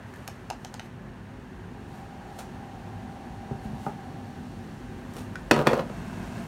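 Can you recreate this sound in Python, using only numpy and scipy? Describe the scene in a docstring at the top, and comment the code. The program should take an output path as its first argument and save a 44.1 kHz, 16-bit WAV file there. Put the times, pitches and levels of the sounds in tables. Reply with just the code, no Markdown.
"""A desk in a small humming room; ceiling and walls answer each blow.
First, fingers tap a tablet stand and a card box: nail click, hollow ring, echo. Card and sleeve brush.
From 2 s a faint whirr swells, fading after 4 s; at 3.5 s the box is set down in soft bumps.
At 5.1 s fingers grip a laptop. From 5.5 s it knocks hard twice on the wooden top, ringing desk and
case, rocks on its feet, judders in stick-slip and slides away."""
import sys
import numpy as np
from scipy import signal
from scipy.fft import rfft, irfft, next_fast_len
from scipy.io import wavfile

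SR = 44100
rng = np.random.default_rng(int(sys.argv[2]) if len(sys.argv) > 2 else 0)


def log_audio(samples):
    """Write samples as a 16-bit WAV file to the path given in sys.argv[1]."""
    # one column per channel
    frames = np.atleast_2d(samples).T
    # limit to full scale, then quantise
    limited = np.clip(frames, -1, 1)
    pcm = np.round(limited * 32767).astype(np.int16)
    wavfile.write(sys.argv[1], SR, pcm)


N = 285327
TIME_S = np.arange(N) / SR
RING_S = TIME_S[:SR // 3]

# room noise spectrum: freq_hz, gain_db
ROOM_SPECTRUM = [(15, -49), (25, -2), (52, -2.5), (152, -2.5), (198, -0.5), (246, -4), (331, -11),
                 (368, -10), (567, -17), (648, -17.5), (919, -16.5), (1450, -25.5), (1750, -21.5),
                 (2560, -34), (15500, -54)]
# room noise contour: time_s, mid_db, treble_db
AIR_CONTOUR = [(0.0, -52, -67.5), (0.62, -54.5, -67.5), (1.01, -54.5, -69), (2.4, -53.5, -64.5),
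               (4.65, -54.5, -63), (5.1, -52, -64.5)]
# room tones: pitch_hz, width_hz, start_db, slope_db_per_s
HUM_TONES = [(50, 5.8, -53.5, 0.47), (100.3, 8.7, -51, 0.08), (133.3, 35, -49.5, -8),
             (223.2, 27, -57.5, 1.58), (248.6, 8.2, -56.5, 1.35), (358.8, 26, -58, 0.56)]
# rumble swells: peak_s, sigma_s, pitch_hz, level_db
RUMBLE_SWELLS = [(1.62, 0.19, 64, -47), (2.94, 0.22, 100.5, -47), (3.46, 0.24, 65, -49.5),
                 (5.3, 0.44, 48.4, -53)]
# whirr noise bands: centre_hz, width_hz, gain_db
WHIRR_BANDS = [(768, 310, -4.5), (1640, 170, -25), (2700, 140, -54)]
# whirr tones: pitch_hz, wander_hz, gain_db
WHIRR_TONES = [(749.4, 27, -3.5), (795.3, 22, 4.5)]
# card and sleeve strokes: peak_s, rise_s, fall_s, level_db
BRUSH_STROKES = [(.17, 0.17, 0.29, -59), (.64, 0.077, 0.081, -64), (.86, 0.044, 0.014, -57),
                 (1.97, 0.084, 0.07, -57), (2.39, 0.0025, 0.016, -40.5), (2.4, 0.078, 0.06, -54),
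                 (3.65, 0.025, 0.023, -55.5), (3.868, 0.09, 0.031, -51.5), (5.19, 0.032, 0.029, -44.5),
                 (6.4, 1, 0.32, -53)]
# brushing spectrum: freq_hz, gain_db
BRUSH_SPECTRUM = [(200, -5), (700, 20.5), (2000, 0.5), (4500, 0), (8500, -2.5), (12000, -4.5), (16000, -10)]
# box landings: start_s, level_db, contact_hz
BOX_BUMPS = [(3.51, -26.5, 280), (3.652, -27.5, 192), (3.728, -29, 200), (3.864, -31.5, 1600)]
# card box modes: pitch_hz, gain_db, t60_s
BOX_MODES = [(142, 3, 0.051), (213.6, 2, 0.16), (394, 0, 0.047), (584, 3.5, 0.04), (797, 12, 0.034),
             (896, 9, 0.03), (1245, 5, 0.022), (1490, -12, 0.028)]
# card wall crumple spectrum: freq_hz, gain_db
CRUMPLE_SPECTRUM = [(60, 6), (140, 2), (300, -3), (550, 1), (850, -7), (1350, -9), (2000, -9), (4000, -18),
                    (16000, -25)]
# hard edge click spectrum: freq_hz, gain_db
CLICK_SPECTRUM = [(300, 9), (1000, 9), (2000, 5), (3800, -0.5), (6200, -2.5), (9000, -5.5), (12000, -6),
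                  (16000, -8)]
# finger taps: start_s, click_db, click_hz, ring_db, ring_hz, echo_gain_db
FINGER_TAPS = [(0.138, -39, 6820, -41.5, 1700, -18), (.159, -36.5, 6500, -47, 1700, -6),
               (.277, -18.5, 7550, -37.5, 754, 8), (0.5011, -18, 4400, -23.5, 778, 3.5),
               (0.6472, -25, 5900, -32, 750, -1), (0.7403, -25, 5100, -36, 830, 3.5),
               (0.795, -22, 2160, -39.5, 730, 5), (5.137, -35, 9000, -56, 900, -5),
               (5.166, -29.5, 8000, -30.5, 410, -2), (5.356, -25.5, 2780, -28, 1470, -14)]
# tapped object modes: pitch_ratio, gain_db, t60_s
TAP_MODES = [(1, 1, 0.02), (1.25, -4.5, 0.016), (1.62, -12, 0.013), (3.3, -20.5, 0.0093)]
# laptop feet juddering: start_s, end_s, level_db
JUDDERS = [(5.563, 5.623, -26), (5.663, 5.808, -27.5)]
# stick-slip spectrum: freq_hz, gain_db
JUDDER_SPECTRUM = [(100, -25), (250, -6), (500, 6.5), (700, 1.5), (1100, -4), (1600, -15), (2100, -23.5),
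                   (4200, -28.5), (8000, -39), (16000, -40)]
# laptop gliding: start_s, end_s, level_db
SLIDES = [(5.642, 5.8, -45), (5.932, 6.391, -42)]
# glide rasp spectrum: freq_hz, gain_db
SLIDE_SPECTRUM = [(45, -1.5), (80, -19), (140, 0.5), (210, 7.5), (320, -23), (500, -22.5), (700, -6.5),
                  (1100, -20.5), (1600, -20.5), (3300, -32.5), (8500, -40.5), (11000, -67), (16000, -57)]
# laptop blows on the desk: start_s, body_db, contact_hz, tick_db
LAPTOP_KNOCKS = [(5.5108, 2.5, 3520, 5), (5.5893, -9.5, 780, -15), (5.6637, -8.5, 900, -26),
                 (5.6696, 2, 3020, -1), (5.677, -23, 1200, -26), (5.7077, -22, 900, -28),
                 (5.731, -6.5, 1500, -13.5), (5.739, -31, 1500, -17), (5.792, -10.5, 1500, -26),
                 (5.897, -17.5, 600, -31), (5.921, -24, 194, -59)]
# modes of the loaded desk top: pitch_hz, gain_db, t60_s
DESK_MODES = [(141, -3.5, 0.14), (232.2, -1, 0.17), (323, -4, 0.18), (379.4, -7, 0.13), (475, 1, 0.14),
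              (590.5, -0.5, 0.11), (740, -14, 0.26), (878, -7, 0.14), (970, -4, 0.077), (1040, -11, 0.1),
              (1247, -0.5, 0.04), (1414, -8, 0.051), (1620, -10, 0.061), (1880, 1.5, 0.016),
              (2360, -28, 0.045), (2770, -34, 0.071)]
# metal case ring spectrum: freq_hz, gain_db
CASE_SPECTRUM = [(80, -20), (200, 15.5), (420, 18), (900, 9.5), (1300, 9), (1850, 6.5), (3000, 4),
                 (4200, 2.5), (6000, -4), (7800, -29), (10000, -11), (16000, -27)]
# standing waves at the microphone housing: centre_hz, width_hz, gain_db
HOUSING_BANDS = [(1480, 250, 4), (2710, 470, 4.5), (4430, 250, 2), (4940, 360, -4.5), (6400, 4200, 2.5),
                 (7740, 740, -2), (8900, 1800, 2.5), (10520, 480, -5)]


def undb(db):
    """Decibels to gain."""
    return 10 ** (np.asarray(db) / 20)


def unit(x):
    """Scale to rms 1."""
    return x / np.sqrt(np.mean(x ** 2))


def colour(x, spectrum):
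    """Shape by (freq_hz, gain_db) points, rms 1."""
    hz, db = np.transpose(spectrum)
    size = next_fast_len(len(x), True)
    bins_hz = np.fft.rfftfreq(size, 1 / SR)
    gain = undb(np.interp(np.log(bins_hz + 1), np.log(hz), db))
    return unit(irfft(rfft(x, size) * gain, size)[:len(x)])


def noise(spectrum, size=N):
    """Coloured noise, rms 1."""
    return colour(rng.standard_normal(next_fast_len(size, True)), spectrum)[:size]


def cut(x, hz, kind, order=2):
    """Butterworth filter."""
    return signal.sosfilt(signal.butter(order, np.clip(hz, 10, SR / 2.1), kind, fs=SR, output="sos"), x)


def band(x, centre_hz, width_hz, order=1):
    """Bandpass by centre and width."""
    return cut(x, [centre_hz - width_hz / 2, centre_hz + width_hz / 2], "bandpass", order)


def resonance(hz, width_hz):
    """Resonance driven by turbulence, rms 1."""
    return unit(band(rng.standard_normal(N), hz, width_hz, order=2))


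def waver(hz, wander_hz):
    """Even tone of wandering pitch, rms 1."""
    drift_hz = wander_hz / 2 * unit(cut(rng.standard_normal(N), wander_hz, "lowpass"))
    return unit(np.sin(2 * np.pi * np.cumsum(hz + drift_hz) / SR))


def fade(t60_s):
    """Exponential decay."""
    return np.exp(-np.log(1000) * RING_S / t60_s)


def swell(start_s, end_s, attack_s, release_s, slope_db_per_s=0):
    """Attack before start, sloping hold, release after end."""
    attack = np.exp(-np.maximum(start_s - TIME_S, 0) / attack_s)
    release = np.exp(-np.maximum(TIME_S - end_s, 0) / release_s)
    return attack * release * undb(slope_db_per_s * (np.clip(TIME_S, start_s, end_s) - start_s))


def modes(table):
    """Ring of a struck object; neighbouring modes alternate in sign."""
    return sum((-1) ** k * undb(db) * fade(t60_s) * np.sin(2 * np.pi * hz * RING_S)
               for k, (hz, db, t60_s) in enumerate(table))


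def grains(rate_per_s, spread_db):
    """Random friction slips of uneven size."""
    slips = (rng.random(N) < rate_per_s / SR) * rng.standard_normal(N)
    return slips * undb(spread_db * np.minimum(rng.exponential(size=N), np.pi))


def click(t60_s, rise_s=0.0012):
    """Brief crack of a hard edge."""
    return noise(CLICK_SPECTRUM, len(RING_S)) * fade(t60_s) * (1 - np.exp(-RING_S / rise_s))


def add(track, start_s, sound):
    """Mix a sound in at start_s."""
    start = int(start_s * SR)
    track[start:start + len(sound)] += sound[:N - start]


def room(x, wet_db, echo_s=0.0075, echo_db=-12):
    """Direct sound, one reflection and a short diffuse tail, different for each contact."""
    onset = 1 - np.exp(-(RING_S / 0.016) ** 2)
    low = unit(onset * rng.standard_normal(len(RING_S)) * fade(t60_s=0.2))
    high = unit(onset * rng.standard_normal(len(RING_S)) * fade(t60_s=0.14))
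    tail = undb(-8) * cut(low, 1250, "lowpass") + undb(-6) * cut(high, [1200, 9000], "bandpass", order=1)
    response = tail / np.sqrt(len(RING_S))
    response[int(echo_s * SR)] += undb(echo_db)
    return x + undb(wet_db) * signal.fftconvolve(x, response)[:len(x)]


def background(rumble_db=-46, rise_db_per_s=1, mid_trim_db=2, treble_trim_db=0.8):
    """Room rumble, air and hiss, with a wavering hum and a few deep swells."""
    time_s, mid_db, treble_db = np.transpose(AIR_CONTOUR)
    rumble = unit(cut(noise(ROOM_SPECTRUM), 448, "lowpass", order=4))
    air = unit(cut(noise(ROOM_SPECTRUM), [450, 3500], "bandpass", order=4))
    hiss = unit(cut(noise(ROOM_SPECTRUM), 2940, "highpass", order=4))
    floor = undb(rumble_db + rise_db_per_s * TIME_S) * rumble
    floor += undb(mid_trim_db + np.interp(TIME_S, time_s, mid_db)) * air
    floor += undb(treble_trim_db + np.interp(TIME_S, time_s, treble_db)) * hiss
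    hum = sum(undb(db + slope_db_per_s * TIME_S) * resonance(hz, width_hz)
              for hz, width_hz, db, slope_db_per_s in HUM_TONES)
    deep = sum(undb(db) * resonance(hz, width_hz=12) * np.exp(-((TIME_S - peak_s) / sigma_s) ** 2 / 2)
               for peak_s, sigma_s, hz, db in RUMBLE_SWELLS)
    return room(floor, wet_db=-5) + hum + deep


def distant_whirr(start_s=2.02, end_s=4, level_db=-48, start_hz=682, rise_hz_per_s=15, reach_hz=75):
    """Rushing bands swell and fade; two tones gain as a rising drive frequency nears them."""
    drive_hz = start_hz + rise_hz_per_s * (TIME_S - start_s)
    rush = sum(undb(db) * resonance(hz, width_hz) for hz, width_hz, db in WHIRR_BANDS)
    tones = sum(undb(db) * waver(hz, wander_hz) / (1 + ((hz - drive_hz) / reach_hz) ** 2)
                for hz, wander_hz, db in WHIRR_TONES)
    return undb(level_db) * swell(start_s, end_s, attack_s=0.27, release_s=0.78) * (rush + tones)


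def brushes():
    """Card and cloth rub in grainy strokes."""
    strokes = sum(undb(db) * swell(peak_s, peak_s, rise_s, fall_s)
                  for peak_s, rise_s, fall_s, db in BRUSH_STROKES)
    return strokes * colour(grains(rate_per_s=11000, spread_db=2.5), BRUSH_SPECTRUM)


def box_bumps(base_lag_s=0.00633, base_cutoff_ratio=0.33, crumple_db=3):
    """The card box lands edge first, then duller on its base; its walls ring and crumple."""
    out = np.zeros(N)
    for start_s, db, contact_hz in BOX_BUMPS:
        for lag_s, cutoff_hz in [(0, contact_hz), (base_lag_s, contact_hz * base_cutoff_ratio)]:
            crumple = undb(crumple_db) * noise(CRUMPLE_SPECTRUM, len(RING_S)) * fade(t60_s=0.04)
            bump = undb(db) * cut(modes(BOX_MODES) + crumple, cutoff_hz, "lowpass")
            add(out, start_s + lag_s, room(bump, wet_db=1.5))
    return out


def finger_taps(echo_lag_s=0.008, echo_click_db=-19, echo_cutoff_hz=3500):
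    """A nail clicks and rings the hollow object; a duller echo follows off a nearby surface."""
    out = np.zeros(N)
    for start_s, click_db, click_hz, ring_db, ring_hz, echo_gain_db in FINGER_TAPS:
        nail = undb(click_db) * cut(click(t60_s=0.013), [click_hz / 2, click_hz * 2], "bandpass", order=1)
        hollow = undb(ring_db) * modes([(ratio * ring_hz, db, t60_s) for ratio, db, t60_s in TAP_MODES])
        echo = undb(echo_click_db) * cut(nail, echo_cutoff_hz, "lowpass") + hollow
        add(out, start_s, room(nail + hollow, wet_db=-1.5))
        add(out, start_s + echo_lag_s, room(undb(echo_gain_db) * echo, wet_db=-4))
    return out


def laptop_drag(bounce_s=0.0019, bounce_db=-9, scrape_db=-26):
    """The feet stick and slip on wood, then glide with a soft rasp while the rim scrapes."""
    judder = sum(undb(db) * swell(start_s, end_s, attack_s=0.01, release_s=0.0069, slope_db_per_s=-20)
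                 for start_s, end_s, db in JUDDERS)
    slide = sum(undb(db) * swell(start_s, end_s, attack_s=0.031, release_s=0.091, slope_db_per_s=7.5)
                for start_s, end_s, db in SLIDES)
    slips = colour(grains(rate_per_s=2400, spread_db=2.5), JUDDER_SPECTRUM)
    rasp = colour(grains(rate_per_s=3400, spread_db=3), SLIDE_SPECTRUM)
    scrape = unit(band(grains(rate_per_s=630, spread_db=4), centre_hz=1690, width_hz=820))
    hollow_rasp = unit(rasp + undb(bounce_db) * np.roll(rasp, int(bounce_s * SR)))  # desk reflection
    return judder * slips + slide * (hollow_rasp + undb(scrape_db) * scrape)


def laptop_blow(body_db, contact_hz, tick_db, desk_db=-18.5, case_db=-13, tick_trim_db=-13, seat_s=0.00037):
    """A foot seats with a tick, ringing desk and case; softer contact dulls the ring."""
    case = noise(CASE_SPECTRUM, len(RING_S)) * fade(t60_s=0.036)
    ring = undb(desk_db) * modes(DESK_MODES) + undb(case_db) * case
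    body = cut(ring, contact_hz, "lowpass", order=1) * (1 - np.exp(-RING_S / seat_s))
    tick = cut(click(t60_s=0.024), 7900, "lowpass", order=1)
    return room(undb(body_db) * body + undb(tick_db + tick_trim_db) * tick, wet_db=-2)


def laptop_knocks(settle_lag_s=0.0027, rock_start_s=5.5625, rock_period_s=0.0135, rock_loss_db=5):
    """The laptop drops on an edge, its weight thumps after; it rocks foot to foot and knocks again."""
    out = np.zeros(N)
    for start_s, body_db, contact_hz, tick_db in LAPTOP_KNOCKS:
        add(out, start_s, laptop_blow(body_db, contact_hz, tick_db))
    thump = laptop_blow(body_db=3, contact_hz=576, tick_db=-7.5)
    add(out, LAPTOP_KNOCKS[0][0] + settle_lag_s, thump)
    for k in range(5):
        body_db = -4 - k * rock_loss_db
        touch = laptop_blow(body_db, contact_hz=776, tick_db=body_db - 12)
        add(out, rock_start_s + k * rock_period_s, touch)
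    return out


def scene():
    """Desk handling over the room background, mono."""
    rubbing = room(laptop_drag() + brushes(), wet_db=-1.5)
    return (laptop_knocks() + finger_taps() + box_bumps() + rubbing + background() + distant_whirr())[None]


def record(dry, low_cut_hz=49.3, high_cut_hz=15800):
    """Microphone: hollow housing colour, no deep bass, no extreme top."""
    x = cut(dry, low_cut_hz, "highpass", order=4)
    for hz, width_hz, db in HOUSING_BANDS:
        x = x + (undb(db) - 1) * band(x, hz, width_hz)
    return signal.sosfilt(signal.ellip(10, .2, 70, high_cut_hz, fs=SR, output="sos"), x)


dry = scene()
out = record(dry)
log_audio(out)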